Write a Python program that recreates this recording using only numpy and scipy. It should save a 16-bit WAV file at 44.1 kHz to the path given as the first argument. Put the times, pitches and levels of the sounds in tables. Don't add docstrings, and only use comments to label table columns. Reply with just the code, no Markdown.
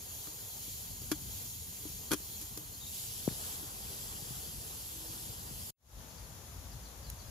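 import sys
import numpy as np
from scipy import signal
from scipy.fft import rfft, irfft, next_fast_len
from scipy.io import wavfile
from scipy.ndimage import uniform_filter1d, map_coordinates

SR = 44100
rng = np.random.default_rng(int(sys.argv[2]) if len(sys.argv) > 2 else 0)


def materialize(psi):
    bounded = np.clip(np.atleast_2d(psi).T, -1, 1)
    quanta = np.round(bounded * 32767).astype(np.int16)
    wavfile.write(sys.argv[1], SR, quanta)


N = 321930
T = np.arange(N) / SR


def amp(db):
    return 10 ** (np.asarray(db) / 20)


def unit(x):
    return x / np.sqrt(np.mean(x ** 2) + 1e-20)


def along(points, hz):
    point_hz, value = np.transpose(points)
    return np.interp(np.log(hz + 1), np.log(point_hz + 1), value)


def curves(rows):
    s, *columns = np.transpose(rows)
    return [np.interp(T, s, column) for column in columns]


def wobble(rate):
    knots = rng.standard_normal(int(N * rate / SR) + 4)
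    return map_coordinates(knots, [T * rate])


def filtered(x, response):
    m = next_fast_len(N + SR // 2)
    hz = np.fft.rfftfreq(m, 1 / SR)
    return irfft(rfft(x, m) * response(hz), m)[..., :N]


def rush(spectrum, alike, side, lead, patchy_db, size=1024):
    hz = np.fft.rfftfreq(size, 1 / SR)[:, None]
    shape = (size // 2 + 1, 2 * N // size + 3)
    a, b = rng.standard_normal((2, *shape)) + 1j * rng.standard_normal((2, *shape))
    patches = uniform_filter1d(rng.standard_normal(shape), size=9, axis=0)
    patches = unit(uniform_filter1d(patches, size=3, axis=1))
    same = np.clip(along(alike, hz), 0, 1)
    right = same * np.exp(-1j * along(lead, hz)) * a + np.sqrt(1 - same ** 2) * b
    edged = [(0.84, -120)] + list(spectrum) + [(SR / 2, -120)]
    colour = amp(along(edged, hz) + patchy_db * patches)
    half_side_db = along(side, hz) / 2
    bins = colour * [a * amp(half_side_db), right * amp(-half_side_db)]
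    window = np.sin(np.pi * np.arange(size) / size)
    pair = signal.istft(bins, window=window, nperseg=size)[1][:, :N]
    return pair / np.sqrt(np.mean(pair.mean(axis=0) ** 2))


def add(track, s, sound):
    part = track[..., round(s * SR):][..., :sound.shape[-1]]
    part += sound[..., :part.shape[-1]]


# (frequency [Hz], relative density [dB])
FAR_HISS_SPECTRUM = [(1290, -33), (2200, -17.5), (2410, -11), (3000, -5), (3260, -2.5), (4740, -3),
                     (6900, 2), (8200, -11), (11100, 0), (15500, -10.5)]
LEAVES_SPECTRUM = [(120, -24), (200, -1), (258, -5.5), (332, -9), (489, -6), (992, -8), (2800, -18.5),
                   (3640, -45.5), (6160, -120)]
RUMBLE_SPECTRUM = [(22, -35), (38, -29), (54, 2.5), (70, -2), (124, -7.5), (199, -21), (250, -24),
                   (320, -52.5), (550, -120)]
# (frequency [Hz], likeness [0-1])
QUIET_ALIKE = [(60, 0.89), (200, 0.94), (500, 0.54), (1400, 0.056), (4000, 0.07), (15000, 0.074)]
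# (frequency [Hz], left minus right [dB])
QUIET_SIDE = [(60, 2.5), (180, 4.5), (550, 5.5), (1650, 3.5), (4970, 2.5), (15000, 7)]
# (time [s], level [dB])
RUMBLE_SWELL = [(6.7, -50.5), (7.08, -50), (7.3, -49.5)]
FAR_HISS_DB, LEAVES_DB = -56.5, -58.5


def quiet_wood():
    stereo = (QUIET_ALIKE, QUIET_SIDE, [(1, 0)])
    hiss = amp(FAR_HISS_DB) * rush(FAR_HISS_SPECTRUM, *stereo, patchy_db=1.0)
    leaves = amp(LEAVES_DB) * rush(LEAVES_SPECTRUM, *stereo, patchy_db=0.5)
    rumble_db, = curves(RUMBLE_SWELL)
    rumble = rush(RUMBLE_SPECTRUM, *stereo, patchy_db=0.7, size=4096)
    return hiss + leaves + amp(rumble_db + 1.9 * wobble(9.3)) * rumble


# (time [s], level of the noise before colouring [dB])
SNAP = [(7.1005, -33.5)]
# (frequency [Hz], gain [dB])
TWIG_COLOUR = [(500, -37), (1500, -11), (4000, -10), (6500, 0), (8300, -3), (11500, 4.5), (15500, -11)]
SNAP_T60_S = 0.016


def twig_snap():
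    cracks, t = np.zeros((2, N)), T[:SR // 10]
    for s, db in SNAP:
        noise = rng.standard_normal(len(t)) + 0.85 * rng.standard_normal((2, len(t)))
        add(cracks, s, amp(db - 60 * t / SNAP_T60_S) * noise)
    return filtered(cracks, lambda hz: amp(along(TWIG_COLOUR, hz) + np.array([[-1.2], [1.2]])))


def whistle(notes, edge, blur):
    out, t = np.zeros((2, N)), T[:SR // 5]
    for corners in notes:
        s, hz, db = np.transpose(corners)
        at = np.arange(s[0], s[-1], 1 / SR)
        gate = np.clip(np.minimum(at - s[0], s[-1] - at) / edge, 0, 1)
        turns = np.cumsum(np.interp(at, s, hz)) / SR
        level = np.sqrt(2) * amp(np.interp(at, s, db))
        note = level * gate * np.sin(2 * np.pi * turns)
        tail = rng.standard_normal((2, len(t))) * amp(-60 * t / 0.3)
        tail = tail / np.linalg.norm(tail[0])
        add(out, s[0], note * amp([[1.5], [-1.5]]))
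        add(out, s[0], blur * signal.fftconvolve(note[None], tail, axes=1))
    return out


# (time [s], length [s], pitch [Hz], rms level [dB], bend at the end [Hz])
PIPS = [(2.808, 0.023, 3650, -50.5, 280), (2.828, 0.018, 3600, -51, -20), (2.86, 0.034, 3730, -52, 200),
        (2.958, .042, 3790, -53.5, -80), (6.098, .027, 4380, -62, -20), (6.175, .025, 4650, -57, -20),
        (6.23, .045, 4350, -64, -20), (7.265, 0.028, 4950, -61, -150)]
PIP_DROP_HZ, PIP_DROP_S, PIP_FLICK_S = 378, 0.01, 0.011
PIP_START_DB, PIP_SAG_DB, PIP_END_DB = -12, -5, -8
# (time of the top [s], top pitch [Hz], rms level [dB], rise [s], tail [s])
SWEEPS = [(6.724, 4950, -65, .015, .012), (6.85, 4750, -62, .017, .022), (7.056, 4750, -61, 0.0242, .044),
          (7.198, 4700, -60, .013, .021)]
SWEEP_RISE_HZ_PER_S, SWEEP_FALL_S, SWEEP_FALL_HZ, SWEEP_END_HZ = 13400, 0.0138, 580, 3980
SWEEP_START_DB, SWEEP_END_DB = -5, -8


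def birds():
    pips = []
    for s, length, hz, db, bend_hz in PIPS:
        settled = s + min(PIP_DROP_S, length / 2)
        flick = s + max(length - PIP_FLICK_S, length / 2)
        pips.append([(s, hz + PIP_DROP_HZ, db + PIP_START_DB), (settled, hz, db),
                     (flick, hz, db + PIP_SAG_DB), (s + length, hz + bend_hz, db + PIP_END_DB)])
    sweeps = []
    for s, hz, db, rise, tail in SWEEPS:
        fallen = s + SWEEP_FALL_S
        sweeps.append([(s - rise, hz - SWEEP_RISE_HZ_PER_S * rise, db + SWEEP_START_DB), (s, hz, db),
                       (fallen, hz - SWEEP_FALL_HZ, db), (fallen + tail, SWEEP_END_HZ, db + SWEEP_END_DB)])
    flicker = amp(1.8 * wobble(120))
    return flicker * (whistle(pips, edge=0.0028, blur=0.66) + whistle(sweeps, edge=0.004, blur=1.0))


DOVE_S, DOVE_LENGTH_S, DOVE_SWELL_S = 4.9, 0.406, 0.054
DOVE_HZ, DOVE_RISE_HZ = 317, 17
DOVE_DB, DOVE_START_DB, DOVE_FADE_DB = -62, -6, -5.5


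def dove():
    coo = [(DOVE_S, DOVE_HZ, DOVE_DB + DOVE_START_DB),
           (DOVE_S + DOVE_SWELL_S, DOVE_HZ, DOVE_DB),
           (DOVE_S + DOVE_LENGTH_S, DOVE_HZ + DOVE_RISE_HZ, DOVE_DB + DOVE_FADE_DB)]
    return whistle([coo], edge=0.04, blur=0.27)


# (frequency [Hz], likeness [0-1])
FIRE_ALIKE = [(60, 1), (200, 0.89), (500, 0.35), (1400, 0.54), (3100, 0.49), (6800, 0.39), (12000, 0.29)]
# (frequency [Hz], left minus right [dB])
FIRE_SIDE = [(60, 3.5), (150, 5.0), (380, 7), (950, 4.5), (2380, 4), (5980, 2), (15000, -2)]
# (frequency [Hz], lead of the left [rad])
FIRE_LEAD = [(0, 2), (520, -0.65), (2240, -5.5), (3190, -8), (7060, -5), (8610, -6), (12100, -3),
             (16000, -6)]
FIRE_STEREO = (FIRE_ALIKE, FIRE_SIDE, FIRE_LEAD)
# (frequency [Hz], relative density [dB])
CLEAR_HISS_SPECTRUM = [(1060, -40), (1800, -18.5), (2560, -11), (3320, -3.5), (3630, -6), (4680, -3.5),
                       (5910, -4.5), (7470, -0.5), (8480, -9.5), (9620, -4), (10900, 2.5), (12600, 0.5),
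                       (15500, -10)]
SHADED_HISS_SPECTRUM = [(1060, -52.5), (1800, -18.5), (2850, -10.5), (3290, -4.5), (3600, -9.5),
                        (4160, -4.5), (5260, -7), (6410, -2.5), (7020, 2), (8100, -11.5), (11600, 2),
                        (14800, -5.5), (15500, -7)]
# (time [s], level [dB])
STEAM_LEVEL = [(0.0, -49), (2.1, -48.5), (2.6, -50.5), (2.85, -50), (2.98, -47), (5.6, -48)]
ARM_LEAVES_S, ARM_GONE_S = 2.85, 2.95


def steam():
    hiss_db, = curves(STEAM_LEVEL)
    clear = np.interp(T, (ARM_LEAVES_S, ARM_GONE_S), [0, np.pi / 2])
    shaded_hiss = np.cos(clear) * rush(SHADED_HISS_SPECTRUM, *FIRE_STEREO, patchy_db=1.5)
    clear_hiss = np.sin(clear) * rush(CLEAR_HISS_SPECTRUM, *FIRE_STEREO, patchy_db=1.5)
    return amp(hiss_db + 0.99 * wobble(6.4)) * (shaded_hiss + clear_hiss)


# (frequency [Hz], relative density [dB])
RUSH_SPECTRUM = [(150, -31), (250, -7), (428, -0.5), (588, -5.5), (870, -2), (1870, -12.5), (2200, -19.5),
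                 (2860, -41.5), (4840, -120)]
FLUTTER_SPECTRUM = [(22, -31), (38, -1.5), (54, 4), (113, 2), (152, -4), (209, -7), (300, -14),
                    (390, -34.5), (660, -120)]
# (time [s], rush level [dB], flutter level [dB])
FLAME_LEVELS = [(0.0, -62, -55), (0.4, -63.5, -58.5), (0.8, -64, -54), (1.21, -62.5, -49.5),
                (1.7, -65, -54.5), (2.05, -62.5, -52.5), (3.0, -63, -54), (3.45, -58, -52.5),
                (4.4, -60, -52), (4.9, -61.5, -53.5), (5.5, -60.5, -52)]


def flames():
    rush_db, flutter_db = curves(FLAME_LEVELS)
    rushing = rush(RUSH_SPECTRUM, *FIRE_STEREO, patchy_db=1.5)
    flutter = rush(FLUTTER_SPECTRUM, *FIRE_STEREO, patchy_db=0.24, size=4096)
    return amp(rush_db + 0.75 * wobble(7.6)) * rushing + amp(flutter_db + 1.2 * wobble(20)) * flutter


def pushes(rows, base_hz, grit_db):
    out, t = np.zeros(N), T[:SR // 8]
    pitch_hz = base_hz * (0.26 + 1.0 * np.exp(-t / 0.0022))
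    turns = np.cumsum(pitch_hz) / SR
    for s, db, t60 in rows:
        grit = uniform_filter1d(rng.standard_normal(len(t)), size=15)
        grit = amp(grit_db) * unit(uniform_filter1d(grit, size=15))
        attack = (1 - np.exp(-t / (0.02 * t60))) ** 2
        add(out, s, amp(db - 60 * t / t60) * attack * (np.sin(2 * np.pi * turns) + grit))
    return out * amp([[3.3], [-3.3]])


# (time [s], level before panning [dB], t60 [s])
THUMPS = [(0.2718, -40.5, 0.03), (0.679, -42, 0.036), (2.201, -42, 0.032), (3.2773, -15, 0.029),
          (3.31, -36, .09), (3.326, -40, 0.028), (4.22, -40.5, 0.05), (4.305, -38, 0.12),
          (5.098, -43, 0.064), (5.291, -45, 0.12), (5.466, -45, 0.058), (5.509, -40, 0.098)]
# (time [s], level before panning [dB], t60 [s])
TICKS = [(3.2884, -35.5, 0.0091)]


def thumps():
    return pushes(THUMPS, base_hz=465, grit_db=-32) + pushes(TICKS, base_hz=2040, grit_db=-7)


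# (time [s], scrape level [dB], hollow knock level [dB], wall ring level [dB])
POT_TOUCHES = [(.27, -44.5, -44, -53.5), (1.0171, -34, -52.5, -66), (1.115, -18, -24, -39),
               (1.1235, -32, -47.5, -42.5), (1.8527, -46, -38, -66), (2.1081, -29.5, -34.5, -43),
               (2.115, -17.5, -26, -32.5), (2.1205, -25, -33.5, -36.5), (2.1271, -21, -33, -37),
               (2.1329, -19.5, -26, -40), (2.141, -26, -32, -48), (2.4124, -31, -51, -67),
               (2.4183, -36.5, -63, -71), (2.4222, -36, -58, -70), (2.5733, -26.5, -40, -63),
               (3.6284, -47, -45, -57)]
# (frequency [Hz], level [dB], t60 [s])
HOLLOW_MODES = [(305, 0, 0.085), (225, -5, 0.03), (375, 1, 0.028), (537, -11, .02)]
# (frequency [Hz], level [dB], t60 [s])
WALL_MODES = [(956, -3.5, .03), (1202, -0.5, 0.033), (1402, -0.5, 0.044), (1640, -8, 0.06),
              (1855, -12.5, 0.06), (2397, -8.5, 0.056), (3305, -5.5, 0.087), (4460, -7, 0.033),
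              (5700, -19, 0.024), (6200, -12, 0.019)]
# (frequency [Hz], gain [dB])
SCRAPE_COLOUR = [(150, -32.5), (300, -2), (700, -12), (1400, -4.5), (2200, -12.5), (3400, -10.5),
                 (7000, -5), (8500, -15.5), (11500, -4), (15500, -25.5)]
SCRAPE_T60_S = 0.035
KNOCK_LAG_S = 0.0014
GLANCE_FROM_DB, GLANCE_SPAN_DB, GLANCE_MOST = 6, 16.5, 0.78


def wall_ring(t):
    ring = np.zeros(len(t))
    for hz, db, t60 in WALL_MODES:
        level = amp(db + rng.normal(0, 1.36) - 60 * t / t60)
        ring += level * np.sin(2 * np.pi * (hz * rng.normal(1, 0.032) * t + rng.random()))
    return ring


def hollow_knock(t):
    return sum(amp(db - 60 * t / t60) * np.sin(2 * np.pi * hz * t) for hz, db, t60 in HOLLOW_MODES)


def pot():
    grit, body, t = np.zeros((2, N)), np.zeros(N), T[:SR // 5]
    onset = 1 - np.exp(-t / 0.0012)
    swell = 1 - np.exp(-t / 0.0019)
    knock = hollow_knock(t)
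    for s, scrape_db, knock_db, ring_db in POT_TOUCHES:
        glance = np.clip((scrape_db - knock_db - GLANCE_FROM_DB) / GLANCE_SPAN_DB, 0, GLANCE_MOST)
        noise = rng.standard_normal(len(t)) + 1.46 * rng.standard_normal((2, len(t)))
        noise = noise - glance * np.roll(noise, 1, axis=1)
        add(grit, s, amp(scrape_db - 60 * t / SCRAPE_T60_S) * onset * noise)
        add(body, s, onset * amp(ring_db) * wall_ring(t))
        add(body, s + KNOCK_LAG_S, -swell * amp(knock_db) * knock)

    def scrape_response(hz):
        left_minus_right_db = along([(300, 24.0), (1500, -2.0), (4000, 3.0), (12000, -4.5)], hz)
        return amp(along(SCRAPE_COLOUR, hz) + np.outer([0.5, -0.5], left_minus_right_db))

    return filtered(grit, scrape_response) + body * amp([[3.5], [-3.5]])


# (time [s], gain [dB])
CUT = [(5.704, 0.5), (5.71, -29.5), (5.717, -34), (5.731, -57)]
FADE_FROM_S, FADE_TO_S, FADE_POWER = 5.75, 5.998, 2.23


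def scene():
    before = amp(curves(CUT)[0]) * (T < CUT[-1][0])
    after = np.interp(T, (FADE_FROM_S, FADE_TO_S), [0, 1]) ** FADE_POWER
    quiet_spot = quiet_wood() + twig_snap()
    fireside = steam() + flames() + thumps() + pot()
    return after * quiet_spot + birds() + dove() + before * fireside


LOW_CUT_HZ, TOP_HZ = 25, 15600


def record(dry):
    return filtered(dry, lambda hz: (hz < TOP_HZ) * hz ** 2 / np.sqrt(hz ** 4 + LOW_CUT_HZ ** 4))


dry = scene()
out = record(dry)
materialize(out)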